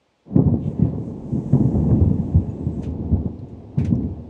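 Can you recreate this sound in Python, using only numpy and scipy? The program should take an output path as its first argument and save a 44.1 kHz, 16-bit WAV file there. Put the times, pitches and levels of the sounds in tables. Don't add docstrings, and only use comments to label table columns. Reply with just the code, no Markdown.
import sys
import numpy as np
from scipy import signal
from scipy.fft import rfft, irfft, next_fast_len
from scipy.io import wavfile
from scipy.ndimage import uniform_filter1d, minimum_filter1d

SR = 44100
rng = np.random.default_rng(int(sys.argv[2]) if len(sys.argv) > 2 else 0)


def bounce(signal):
    frames = np.transpose(np.atleast_2d(signal))
    limited = np.clip(frames, -1, 1)
    pcm = np.round(limited * 32767).astype(np.int16)
    wavfile.write(sys.argv[1], SR, pcm)


N = 189365
TIME = np.arange(N) / SR

# start in seconds, relative peak in dB, pitch of the wave in Hz,
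# frequency in Hz above which the air has dulled it, seconds for which its surge holds.
CLAPS = [(0.359,0.5,197.5,627,0.019), (0.390,-3.5,442,602,0.0087), (0.457,-10,90.7,530,0.012),
         (0.473,-9.5,167,700,0.008), (0.517,-10,111,440,0.013), (0.540,-11.5,433,700,0.019),
         (0.678,-10.5,185,520,0.0061), (0.793,-10.5,170,637,0.0053), (0.819,-5.5,144,250,0.02),
         (0.851,-10.5,174,560,0.025), (0.931,-15,136,680,0.012), (0.982,-19.5,374,740,0.039),
         (1.078,-21,398,800,0.033), (1.323,-14,126,360,0.01), (1.351,-10.5,194,540,0.036),
         (1.46,-20.5,151,355,0.032), (1.531,-1.5,208,630,0.02), (1.6,-6.5,213,590,0.026),
         (1.647,-9.5,129,503,0.02), (1.745,-8,83.3,680,0.019), (1.817,-13,237,480,0.079),
         (1.899,-5.5,187,620,0.015), (1.925,-7.5,130,520,0.0063), (2.009,-5.5,91.4,620,0.0073),
         (2.068,-16,109,549,0.012), (2.11,-9.5,156,500,0.0063), (2.194,-13.5,195,330,0.005),
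         (2.347,-6.5,91,150,0.034), (2.606,-20,262,450,0.01), (2.663,-14,104.3,400,0.034),
         (2.77,-17,175,320,0.03), (2.867,-11,79.7,380,0.011), (2.991,-15,134,436,0.013),
         (3.118,-8,85.4,400,0.034), (3.255,-16,264,630,0.014), (3.418,-23.5,101,230,0.01),
         (3.518,-26.5,80,220,0.0055), (3.777,-7.5,154,420,0.026), (3.807,-12.5,116,470,0.02),
         (3.845,-16,74,190,0.058), (3.907,-13,190,402,0.039), (3.924,-7.5,198,430,0.016),
         (3.981,-13.5,137,384,0.074), (4.059,-18.5,84,300,0.031)]
# time in seconds, level in dB.
ROLL_LEVEL = [(0.27, -47), (0.335, -24.5), (0.42, -21.5), (0.62, -30), (0.9, -31.5), (1.27, -31),
              (1.5, -28), (1.6, -21), (1.95, -15.5), (2.2, -24.5), (2.55, -29.5), (2.85, -28.5),
              (3.2, -25.5), (3.4, -40), (3.72, -41.5), (3.95, -25.5), (4.29, -43)]


def claps(gain_db=-0.5, scatter_db=-19, scatter_t60_s=0.25, size=8192):
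    out = np.zeros(N)
    scatter_decay = from_db(scatter_db - 60 * TIME[:size] / scatter_t60_s)
    for s, peak_db, hz, dull_hz, _ in CLAPS:
        paths = arrivals(per_s=500, spread_db=2.0, size=size) * rng.choice([-1, 1], size) * scatter_decay
        paths[0] = 1
        scattered = signal.fftconvolve(paths, n_wave(hz))[:size]
        clap = low_pass(travelled(scattered), dull_hz)
        add(out, s, from_db(peak_db + gain_db) * clap / np.abs(clap).max())
    return out


def n_wave(hz):
    return np.linspace(1, -1, max(int(2 / 3 * SR / hz), 4))


def roll(rumble_db=-12, rumble_hz=58, boom_hz=110, grit_hz=350, onset_s=0.0187):
    waves = np.zeros(N)
    for hz in np.geomspace(75, 230, 6):
        waves += signal.fftconvolve(arrivals(per_s=240, spread_db=2.5, size=N), n_wave(hz))[:N]
    waves = travelled(waves)
    rumble = low_pass(waves, rumble_hz, order=6)
    boom = high_pass(low_pass(waves, boom_hz, order=4), rumble_hz, order=6)
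    body = high_pass(low_pass(waves, grit_hz, order=4), boom_hz, order=4)
    grit = high_pass(waves, grit_hz, order=4)
    level_db, = in_time(ROLL_LEVEL)
    boom_gain, body_gain, grit_gain = roll_gains()
    bands = (from_db(rumble_db + level_db) * evened(rumble, span_s=0.2)
             + boom_gain * evened(boom, span_s=0.08)
             + body_gain * evened(body, span_s=0.08)
             + grit_gain * evened(grit, span_s=0.04))
    arrived = np.clip((TIME - ROLL_LEVEL[0][0]) / onset_s + 1, 0, 1)
    return arrived * bands


def roll_gains(surge_db=-10, typical_pitch_hz=124, typical_dull_hz=540):
    level_db, = in_time(ROLL_LEVEL)
    boom_db = level_db - 11 + 3.5 * TIME
    grit_db = -39 + 0.52 * (level_db + 30)
    power = from_db([boom_db, level_db, grit_db]) ** 2
    for s, peak_db, hz, dull_hz, hold_s in CLAPS:
        octaves_deeper = np.log2(typical_pitch_hz / hz)
        octaves_brighter = np.log2(dull_hz / typical_dull_hz)
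        colour_db = np.array([-2.5 + 10.5 * octaves_deeper, 0, -15.5 + 13.5 * octaves_brighter])
        power += np.outer(from_db(peak_db + surge_db + colour_db) ** 2, surge(s, hold_s) ** 2)
    return np.sqrt(power)


def surge(s, hold_s, attack_s=0.0071, release_s=0.029):
    rise = np.clip((TIME - s) / attack_s + 1, 0, 1)
    return rise * np.exp(-np.clip((TIME - s - hold_s) / release_s, 0, 20))


def overload_clicks(length_s=0.0096):
    # time in seconds, level in dB, frequency in Hz above which the click is dull.
    clicks = [(0.364, -40, 12000), (1.533, -42.5, 2100), (1.912, -44.5, 2110)]
    # frequency in Hz, relative level in dB.
    click_colour = [(400, -3.5), (900, 5.5), (1500, 1), (2700, -7), (3500, -17.5), (4300, -18.5),
                    (5200, -25.5), (6100, -12), (7000, -38.5), (14000, -42)]
    click_noise = noise(click_colour)
    return sum(low_pass(from_db(level_db) * swell(s, length_s) * click_noise, dull_hz, order=3)
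               for s, level_db, dull_hz in clicks)


def travelled(waves, air_hz=3200, wall_delay_s=0.00408, wall_gain=0.075):
    # frequency in Hz, gain in dB.
    path_colour = [(30, -22.5), (44, -13.5), (56, -22.5), (78, 1.5), (125, 2.5), (240, -1), (320, -6.5),
                   (420, -10), (610, -15.5), (900, -17.5), (1100, -25.5), (1400, -36.5), (2000, -39),
                   (3000, -55)]
    heard = low_pass(coloured(waves, path_colour), air_hz)
    t = TIME[:len(heard)]
    return heard + wall_gain * np.interp(t - wall_delay_s, t, heard, left=0)


def hills(x, echo_db, count=8):
    out, dull = x.copy(), low_pass(x, hz=505)
    for delay_s in rng.uniform(0.04, 0.35, count):
        add(out, delay_s, from_db(echo_db) * dull)
    return out


def slide_and_bursts(fade_s=0.08):
    # centre in seconds, length in seconds, rub in dB, hiss in dB. The middle burst is
    # the treble edge of the thunderclap at 0.85 s; the other two are pushes of the screen.
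    bursts = [(0.682, 0.15, -74.5, -70), (0.842, 0.18, -63, -79), (1.073, 0.2, -76, -70.5)]
    # time in seconds, rub in dB, hiss in dB.
    long_slide = [(1.23, -84, -74), (1.328, -70.5, -67.5), (1.45, -72, -67.5), (1.53, -65.5, -64.5),
                  (1.8, -66.5, -67.5), (2.05, -67, -73.5), (2.249, -68, -71.5), (2.65, -70.5, -77),
                  (2.82, -68.5, -68.5)]
    # frequency in Hz, relative level in dB.
    rub_colour = [(900, -27), (1700, 5), (2200, -0.5), (2650, -1.5), (3100, -4.5), (3600, -6),
                  (5000, -13.5), (8000, -18), (14000, -46.5)]
    hiss_colour = [(3000, -25), (5000, -3), (6300, 3.5), (7700, 2), (8800, -1.5), (9800, -13), (12000, -18),
                   (15500, -24)]
    inside_s = np.minimum(TIME - long_slide[0][0], long_slide[-1][0] - TIME)
    moving = np.clip(inside_s / fade_s + 1, 0, 1)
    swells = sum(np.outer(from_db(levels_db), swell(s, length_s)) for s, length_s, *levels_db in bursts)
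    rub_gain, hiss_gain = moving * from_db(in_time(long_slide)) + swells
    return rub_gain * noise(rub_colour) + hiss_gain * noise(hiss_colour)


def rasps_and_squeaks():
    # centre in seconds, pitch in Hz, half width in Hz, level in dB, length in seconds.
    # The rasp near 2 kHz is the treble edge of the thunderclap at 0.85 s
    bands = [(0.662, 2925, 800, -62, .09), (0.848, 2000, 616, -67, 0.085), (2.001, 2694, 58.8, -75, 0.39),
             (2.52, 2620, 59.6, -73.5, 0.19), (2.504, 6800, 170, -62.5, 0.019),
             (2.547, 7500, 200, -73, 0.035), (2.633, 7840, 252, -75, 0.14), (2.75, 7750, 202, -71, 0.045)]
    out = np.zeros(N)
    for s, hz, half_width_hz, level_db, length_s in bands:
        waver = rms_one(low_pass(rng.standard_normal(N), half_width_hz, order=3))
        whistle = np.sqrt(2) * np.sin(2 * np.pi * hz * TIME)
        out += from_db(level_db) * swell(s, length_s) * waver * whistle
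    return out


def knocks(attack_s=0.0005, broad_db=-9, resonance_q=3.9):
    # start in seconds, level in dB, seconds to fall by 60 dB, favoured frequency in Hz.
    contacts = [(2.824, -52, 0.12, 6430), (2.832, -47.5, 0.22, 2710), (2.902, -65, 0.11, 6600),
                (3.389, -61, 0.084, 4170), (3.484, -66, 0.18, 7500), (3.783, -42.5, 0.26, 2340),
                (3.846, -47.5, 0.089, 6480), (3.847, -44.5, 0.17, 2710), (3.954, -51.5, 0.0226, 6100),
                (4.031, -58, 0.073, 2200)]
    # frequency in Hz, relative level in dB.
    frame_colour = [(500, 7), (1300, -1), (1700, 0), (2350, -3), (2950, -7), (3700, -5.5), (5000, -9),
                    (6400, -10), (7300, -15), (9000, -14), (10000, -26.5), (12000, -32.5), (15500, -48)]
    out, rattle = np.zeros(N), noise(frame_colour)
    for s, level_db, t60_s, hz in contacts:
        favoured = signal.lfilter(*signal.iirpeak(hz, resonance_q, fs=SR), rattle)
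        ring = rms_one(favoured + from_db(broad_db) * rattle)
        age_s = np.maximum(TIME - s, 0)
        attack = 1 - np.exp(-age_s / attack_s)
        out += ring * attack * from_db(level_db - 60 * age_s / t60_s)
    return out


def air(start_db=-65.5, rise_db=3.0):
    # frequency in Hz, relative level in dB.
    hush_colour = [(25, -18.5), (70, 1.5), (140, -4.5), (260, -1), (400, -2), (860, -6), (1450, -14.5),
                   (2400, -13), (3900, -17.5), (6500, -25), (8500, -30), (10000, -40), (15500, -52.5)]
    return from_db(start_db + rise_db * np.minimum(TIME, 1)) * noise(hush_colour)


def from_db(db):
    return 10 ** (np.asarray(db) / 20)


def rms_one(x):
    return x / np.sqrt(np.mean(x ** 2) + 1e-20)


def in_time(rows):
    s, *columns = np.transpose(rows)
    return [np.interp(TIME, s, column) for column in columns]


def add(out, s, sound):
    start = max(int(s * SR), 0)
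    out[start:start + len(sound)] += sound[:len(out) - start]


def swell(s, length_s):
    return np.exp(-np.minimum((2 * (TIME - s) / length_s) ** 2, 20))


def arrivals(per_s, spread_db, size):
    return (rng.random(size) < per_s / SR) * from_db(spread_db * rng.standard_normal(size))


def low_pass(x, hz, order=2):
    return signal.sosfilt(signal.butter(order, hz, fs=SR, output="sos"), x)


def high_pass(x, hz, order=2):
    return signal.sosfilt(signal.butter(order, hz, "high", fs=SR, output="sos"), x)


def coloured(x, spectrum):
    size = next_fast_len(2 * len(x), real=True) * 2
    hz, db = np.transpose(spectrum)
    grid_hz = np.maximum(np.arange(size // 2 + 1) * SR / size, 1)
    gain = from_db(np.interp(np.log(grid_hz), np.log(hz), db))
    cepstrum = irfft(np.log(gain))
    cepstrum[1:size // 2] *= 2
    cepstrum[size // 2 + 1:] = 0
    return irfft(rfft(x, size) * np.exp(rfft(cepstrum)))[:len(x)]


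def noise(spectrum):
    return rms_one(coloured(rng.standard_normal(N), spectrum))


def evened(x, span_s):
    window = np.hanning(max(int(span_s * SR), 8))
    power = signal.fftconvolve(x ** 2, window / window.sum(), "same")
    return x / np.sqrt(np.abs(power) + 1e-6 * np.mean(x ** 2))


def limited(x, ceiling=0.88, span_s=0.012):
    size = max(int(span_s * SR), 1)
    gain = minimum_filter1d(ceiling / np.maximum(np.abs(x), ceiling), 2 * size)
    return x * uniform_filter1d(uniform_filter1d(gain, size), size)


def scene():
    thunder = hills(claps(), echo_db=-19.5) + roll()
    small_sounds = overload_clicks() + slide_and_bursts() + rasps_and_squeaks() + knocks()
    return (thunder + small_sounds + air())[None]


def record(dry):
    microphone = high_pass(dry, hz=40.7, order=6)
    top_hz = 15700
    top_cut = signal.ellip(10, 0.2, 80, top_hz, fs=SR, output="sos")
    return signal.sosfilt(top_cut, limited(microphone))


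dry = scene()
out = record(dry)
bounce(out)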